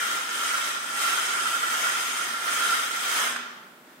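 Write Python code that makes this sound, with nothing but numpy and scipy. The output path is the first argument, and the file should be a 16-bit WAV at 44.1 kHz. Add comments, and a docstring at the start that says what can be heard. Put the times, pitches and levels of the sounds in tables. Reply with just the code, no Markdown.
"""Vertical blinds are drawn along their track, pull after pull, in a bare, echoing room.
The gliders rub and tick in the rail, which sings one strong note over a few weaker rings.
A last shove brings a low boom, and the gliders knock to a stop.
The room dies away, then the slats rustle once and a settling glider squeaks over a faint fan."""
import sys
import numpy as np
from scipy import signal
from scipy.fft import rfft, irfft
from scipy.io import wavfile
from scipy.ndimage import uniform_filter1d

SR = 44100
rng = np.random.default_rng(int(sys.argv[2]) if len(sys.argv) > 2 else 0)


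def unload_wav(signal):
    """Save mono or channel-first audio to the path in sys.argv[1] as 16-bit WAV at rate SR, clipped to [-1, 1]."""
    wavfile.write(
        sys.argv[1],
        SR,
        np.round(np.clip(np.atleast_2d(signal).T, -1, 1) * 32767).astype(np.int16),
    )


N = 176400
TIME = np.arange(N) / SR
FREQS = np.maximum(np.arange(N // 2 + 1) * SR / N, 1)

# how hard the blinds are pulled: (time [s], effort [dB])
PULL_EFFORT = [(0, -1.1), (.14, -0.9), (.265, -5), (.35, -1), (.47, 0.4), (.56, -1.5), (.68, -0.6),
               (.77, -6), (.88, -5), (.95, -2), (1.02, 2.5), (1.14, 0.5), (1.28, -1), (1.48, -0.5),
               (1.63, -2), (1.74, 0.8), (1.89, 0.5), (2.04, -1.56), (2.25, -1.5), (2.36, -5), (2.44, -2),
               (2.52, 1), (2.71, 2), (2.89, -3.5), (3.06, 0.4), (3.17, 2), (3.26, -1)]
# base colour of the glider friction: (frequency [Hz], level [dB/Hz])
RUB_COLOUR = [(50, -118), (110, -104), (150, -92), (240, -76.5), (520, -75.5), (850, -72), (1200, -69.5),
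              (1850, -62.5), (2700, -68), (3600, -68), (4400, -74.5), (6000, -71.5), (7400, -73.5),
              (8800, -69.5), (9900, -75), (12000, -78.5), (13800, -82.5), (16000, -84)]
# body the last shove adds to the friction: (frequency [Hz], boost [dB])
SHOVE_BOOST = [(200, 1), (700, 5), (1200, 11), (2000, 1.5)]
# the friction's top end opens along the travel: (frequency [Hz], rise [dB/s])
RUB_BRIGHTENING = [(6000, 0), (13000, 0.5)]
# the rail's main note: (frequency [Hz], bandwidth [Hz], base peak [dB/Hz], left over right [dB])
NOTE_MODES = [(1360, 8.9, -49, 2.5), (1387, 54.3, -54.5, -6)]
# brief, irregular flares of the rail's note: (time [s], width [s], boost [dB])
NOTE_FLARES = [(.05, 0.021, 4.5), (.125, 0.054, 3), (.345, 0.0095, 0), (.435, 0.013, 3.5), (.542, 0.029, 6),
               (.762, 0.0078, 7), (1.04, .012, 4), (1.082, 0.018, 7.5), (1.14, 0.0078, 10),
               (1.183, 0.0099, 9.5), (1.365, 0.051, 5.5), (1.471, 0.0091, 8.5), (1.55, 0.019, 7),
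               (1.64, 0.013, 7.5), (1.692, 0.018, 5), (1.74, 0.01, 8), (1.87, 0.027, 7.5),
               (1.966, 0.011, 4), (2.217, 0.01, 6), (2.352, 0.011, 6.5), (2.489, .012, 6),
               (2.635, 0.05, 4.5), (2.737, 0.021, 7), (2.84, 0.044, 3), (3.288, .012, 0.5)]
# the rail's weaker rings: (frequency [Hz], bandwidth [Hz], base peak [dB/Hz], left over right [dB])
WEAK_MODES = [(1242, 106, -61, 4.5), (3160, 154, -61.5, 1), (5100, 170, -68, 0), (6310, 35, -65.5, -3),
              (6354, 105, -68.5, -8.5), (7810, 590, -73.5, 0), (11230, 110, -76, 7),
              (12800, 150, -79.5, -1)]
# gliders bumping to a stop: (time [s], strike level [dB/Hz])
GLIDER_KNOCKS = [(3.325, -55), (3.362, -52)]
# base colour of the slats' rustle: (frequency [Hz], level [dB/Hz])
RUSTLE_COLOUR = [(120, -110), (300, -81), (700, -103), (1700, -84.5), (2600, -99), (4500, -102),
                 (16000, -112)]
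# bed of fan and room air: (frequency [Hz], level [dB/Hz])
AIR_COLOUR = [(25, -120), (60, -114), (105, -107), (145, -87.5), (250, -82), (600, -87.5), (1300, -86.5),
              (2600, -93), (5000, -101), (6400, -102), (7800, -100), (9500, -102), (16000, -101)]
# the fan's hum lines: (frequency [Hz], rms level [dB])
FAN_HUM = [(244, -68), (372, -67.5), (620, -69), (870, -70.5)]
# length of the room's tail: (frequency [Hz], time to fall 60 dB [s])
REVERB_TIME = [(200, 1.2), (750, 1.07), (1400, 1.07), (2500, 0.92), (5000, 0.86), (10000, 0.23),
               (16000, 0.27)]
# stereo width, mono in the bass and wide on top: (frequency [Hz], likeness [1 or more is mono])
STEREO_LIKENESS = [(50, 3), (140, 0.9), (350, 0.85), (700, 0.67), (1300, 0.07), (16000, 0)]
# lean of the stereo image: (frequency [Hz], left over right [dB])
STEREO_BALANCE = [(100, -0.5), (400, -1), (1400, -2.5), (2000, -2.5), (3200, 1.3), (6300, 0.5), (9000, 1.5),
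                  (15000, 0.5)]

STOP_S, STOP_DB_PER_S = 3.275, 179
SHOVE_S, SHOVE_WIDTH_S = 3.21, 0.048
# dB of swing in each layer per dB of pulling effort
BASS_FOLLOWS, TREBLE_FOLLOWS, NOTE_FOLLOWS, RINGS_FOLLOW = 0.93, 1.3, 0.61, 1.5


def glider_rub(effort_db, flutter_db=1.9, flutter_hz=55):
    """Sliding friction: overlapping noise bands ride the pull, each with its own flutter and tail."""
    spectrum, rub = room_spectrum(RUB_COLOUR), 0
    centres = np.geomspace(200, 14000, 12)
    for hz, weights in zip(centres, np.eye(len(centres))):
        band = irfft(spectrum * np.interp(np.log(FREQS), np.log(centres), weights), N)
        follows = at_hz([(400, BASS_FOLLOWS), (3000, TREBLE_FOLLOWS)], hz)
        shove_db = at_hz(SHOVE_BOOST, hz) * swell(SHOVE_S, SHOVE_WIDTH_S)
        bright_db = at_hz(RUB_BRIGHTENING, hz) * (TIME - STOP_S / 2)
        drive_db = follows * effort_db + shove_db + bright_db + flutter_db * drift(flutter_hz)
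        rub = rub + band * in_room(until_stop(drive_db), hz)
    return treble_shimmer(rub)


def treble_shimmer(rub, treble_depth_db=10):
    """Random, drifting dips in the spectrum give the hiss a watery shimmer."""
    hz, _, frames = signal.stft(rub, SR, nperseg=2048)
    pattern = uniform_filter1d(rng.standard_normal(frames.shape), size=3, axis=1)  # smooth in pitch
    pattern = uniform_filter1d(pattern, size=7, axis=2)  # and in time
    depth_db = treble_depth_db * np.clip(hz / 4500, 0, 1)[:, None]
    gain = from_db(depth_db * np.clip(pattern / pattern.std(), -3, 1.2))  # deep dips, modest peaks
    gain = gain / np.sqrt(np.mean(gain ** 2, axis=2, keepdims=True))
    return signal.istft(frames * gain, SR)[1][:, :N]


def glider_ticks(effort_db, per_side_per_s=260, spread_db=2.5, trim_db=-10):
    """Gliders catch and slip: uneven little clicks in the friction's colour, with the lows cut."""
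    sizes = from_db(spread_db * np.minimum(rng.exponential(1, (2, N)), 4))
    signs = rng.choice([-1, 1], (2, N))
    clicks = sizes * signs * (rng.random((2, N)) < per_side_per_s / SR)
    clicks = clicks / clicks.std() * np.sqrt(SR / 2) * until_stop(effort_db)
    coloured = irfft(rfft(clicks) * from_db(at_hz(RUB_COLOUR, FREQS) + trim_db), N)
    return signal.sosfilt(signal.butter(2, 900, "high", fs=SR, output="sos"), coloured)


def rail_note(effort_db, chatter_db=0.5, chatter_hz=70, levelling_s=0.044):
    """The rail's strongest resonance sings, chatters, and swells in brief, irregular flares."""
    flares_db = sum(db * swell(time_s, width_s) for time_s, width_s, db in NOTE_FLARES)
    accents = from_db(flares_db + chatter_db * drift(chatter_hz))
    drive, note = until_stop(NOTE_FOLLOWS * effort_db), 0
    for hz, width_hz, db, side_db in NOTE_MODES:
        tone = resonance(white(), hz, width_hz)
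        power = uniform_filter1d(np.mean(tone ** 2, axis=0), size=int(levelling_s * SR))
        steady = tone * np.sqrt(power.mean() / power)  # even out the tone's random swells
        note = note + steady * from_db(db) * pan(side_db) * accents * in_room(drive, hz)
    return note


def rail_rings(effort_db):
    """Friction keeps the rail's weaker resonances ringing."""
    drive = until_stop(RINGS_FOLLOW * effort_db)
    return sum(resonance(white(), hz, width_hz) * from_db(db) * pan(side_db) * in_room(drive, hz)
               for hz, width_hz, db, side_db in WEAK_MODES)


def glider_knocks(hz=1400, width_hz=500, decay_s=.008):
    """The last gliders bump against their neighbours and briefly ring the rail."""
    strikes = sum(from_db(db) * (TIME > time_s) * np.exp(-np.abs(TIME - time_s) / decay_s)
                  for time_s, db in GLIDER_KNOCKS)
    return resonance(white(), hz, width_hz) * in_room(strikes, hz)


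def end_boom(start_s=3.16, end_s=3.41, hz=243, drive_db=-53):
    """A low resonance sounds as the gliders reach the end, then dies in the room."""
    phase = np.angle(signal.hilbert(wavering_tone(hz, width_hz=8)))
    tone = np.cos(phase) * np.sqrt(2)  # wandering pitch at a steady level
    gate = (TIME > start_s) & (TIME < end_s)
    return tone * in_room(from_db(drive_db) * gate, hz)


def slat_rustle():
    """The hanging slats swing together once: a soft swell of brushing noise."""
    swing = from_db(2) * swell(time_s=3.91, width_s=.04)
    return irfft(room_spectrum(RUSTLE_COLOUR), N) * in_room(swing, hz=2000)


def glider_squeak():
    """A glider settles with a faint, dry, narrow ring off to the left."""
    ring = resonance(white(), hz=3550, width_hz=25)
    return ring * pan(7) * from_db(-82) * swell(time_s=3.96, width_s=.025)


def faint_hiss(hz=5798, width_hz=4001.5):
    """A very faint swell of high hiss, masked by the friction."""
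    envelope = from_db(-91.5) * swell(time_s=2.5, width_s=0.15)
    return resonance(white(), hz, width_hz) * in_room(envelope, hz)


def fan():
    """A steady bed of moving air with a few wavering hum lines."""
    lines = [(wavering_tone(hz, width_hz=14.7), db) for hz, db in FAN_HUM]
    hum = sum(line / line.std() * from_db(db) for line, db in lines)
    return irfft(room_spectrum(AIR_COLOUR), N) + hum


def in_room(gain, hz, direct_share=0.51):
    """An envelope plus the room's tail, which builds up and dies away."""
    power = gain ** 2
    decay = from_db(-2 * 60 / (at_hz(REVERB_TIME, hz) * SR))  # power kept per sample
    tail = signal.lfilter([1 - decay], [1, -decay], power, zi=[decay * power[0]])[0]
    return np.sqrt(direct_share * power + (1 - direct_share) * tail)


def room_spectrum(colour):
    """Spectrum of a coloured noise with the room's stereo width and lean."""
    mid, side = rfft(white())
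    alike = np.clip(at_hz(STEREO_LIKENESS, FREQS), -1, 1)
    stereo = np.sqrt((1 + alike) / 2) * mid + np.sqrt((1 - alike) / 2) * side * [[1], [-1]]
    return stereo * from_db(at_hz(colour, FREQS)) * pan(at_hz(STEREO_BALANCE, FREQS))


def until_stop(drive_db):
    """Drive as a gain, fading fast once the blinds stop."""
    return from_db(drive_db - STOP_DB_PER_S * np.maximum(TIME - STOP_S, 0))


def resonance(x, hz, width_hz):
    """Two-pole resonance with unity gain at its peak."""
    radius = np.exp(-np.pi * width_hz / SR)
    feedback = [1, -2 * radius * np.cos(2 * np.pi * hz / SR), radius ** 2]
    return signal.lfilter(np.array([1, 0, -1]) * (1 - radius ** 2) / 2, feedback, x)


def wavering_tone(hz, width_hz):
    """Mono noise narrowed to a tone by two passes through a resonance."""
    return resonance(resonance(white()[0], hz, width_hz), hz, width_hz)


def swell(time_s, width_s):
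    """A bell-shaped rise and fall, peaking at 1."""
    return np.exp(-((TIME - time_s) / width_s) ** 2 / 2)


def drift(rate_hz):
    """Random modulation with a spread of 1, rolled off above its rate."""
    wander = irfft(rfft(rng.standard_normal(N)) / (1 + (FREQS / rate_hz) ** 2), N)
    return wander / wander.std()


def white():
    """Unrelated left and right noise at 0 dB/Hz."""
    return rng.standard_normal((2, N)) * np.sqrt(SR / 2)


def pan(side_db):
    """Left and right gains; positive leans left."""
    return from_db(np.array([[.5], [-.5]]) * side_db)


def at_hz(table, hz):
    """Read a curve on a log-frequency axis."""
    points_hz, values = np.transpose(table)
    return np.interp(np.log(hz), np.log(points_hz), values)


def from_db(db):
    """Decibels to gain."""
    return 10 ** (np.asarray(db) / 20)


def scene():
    """One pulling gesture drives gliders and rail; timed accents and the fan bed fill in around it."""
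    effort_db = np.interp(TIME, *np.transpose(PULL_EFFORT))
    track = glider_rub(effort_db) + glider_ticks(effort_db) + rail_rings(effort_db) + rail_note(effort_db)
    accents = glider_knocks() + end_boom() + slat_rustle() + faint_hiss() + glider_squeak()
    return track + accents + fan()


def record(dry, cutoff_hz=15750):
    """A steep low-pass takes off the very top."""
    return signal.sosfilt(signal.ellip(12, .1, 80, cutoff_hz, fs=SR, output="sos"), dry)


dry = scene()
out = record(dry)
unload_wav(out)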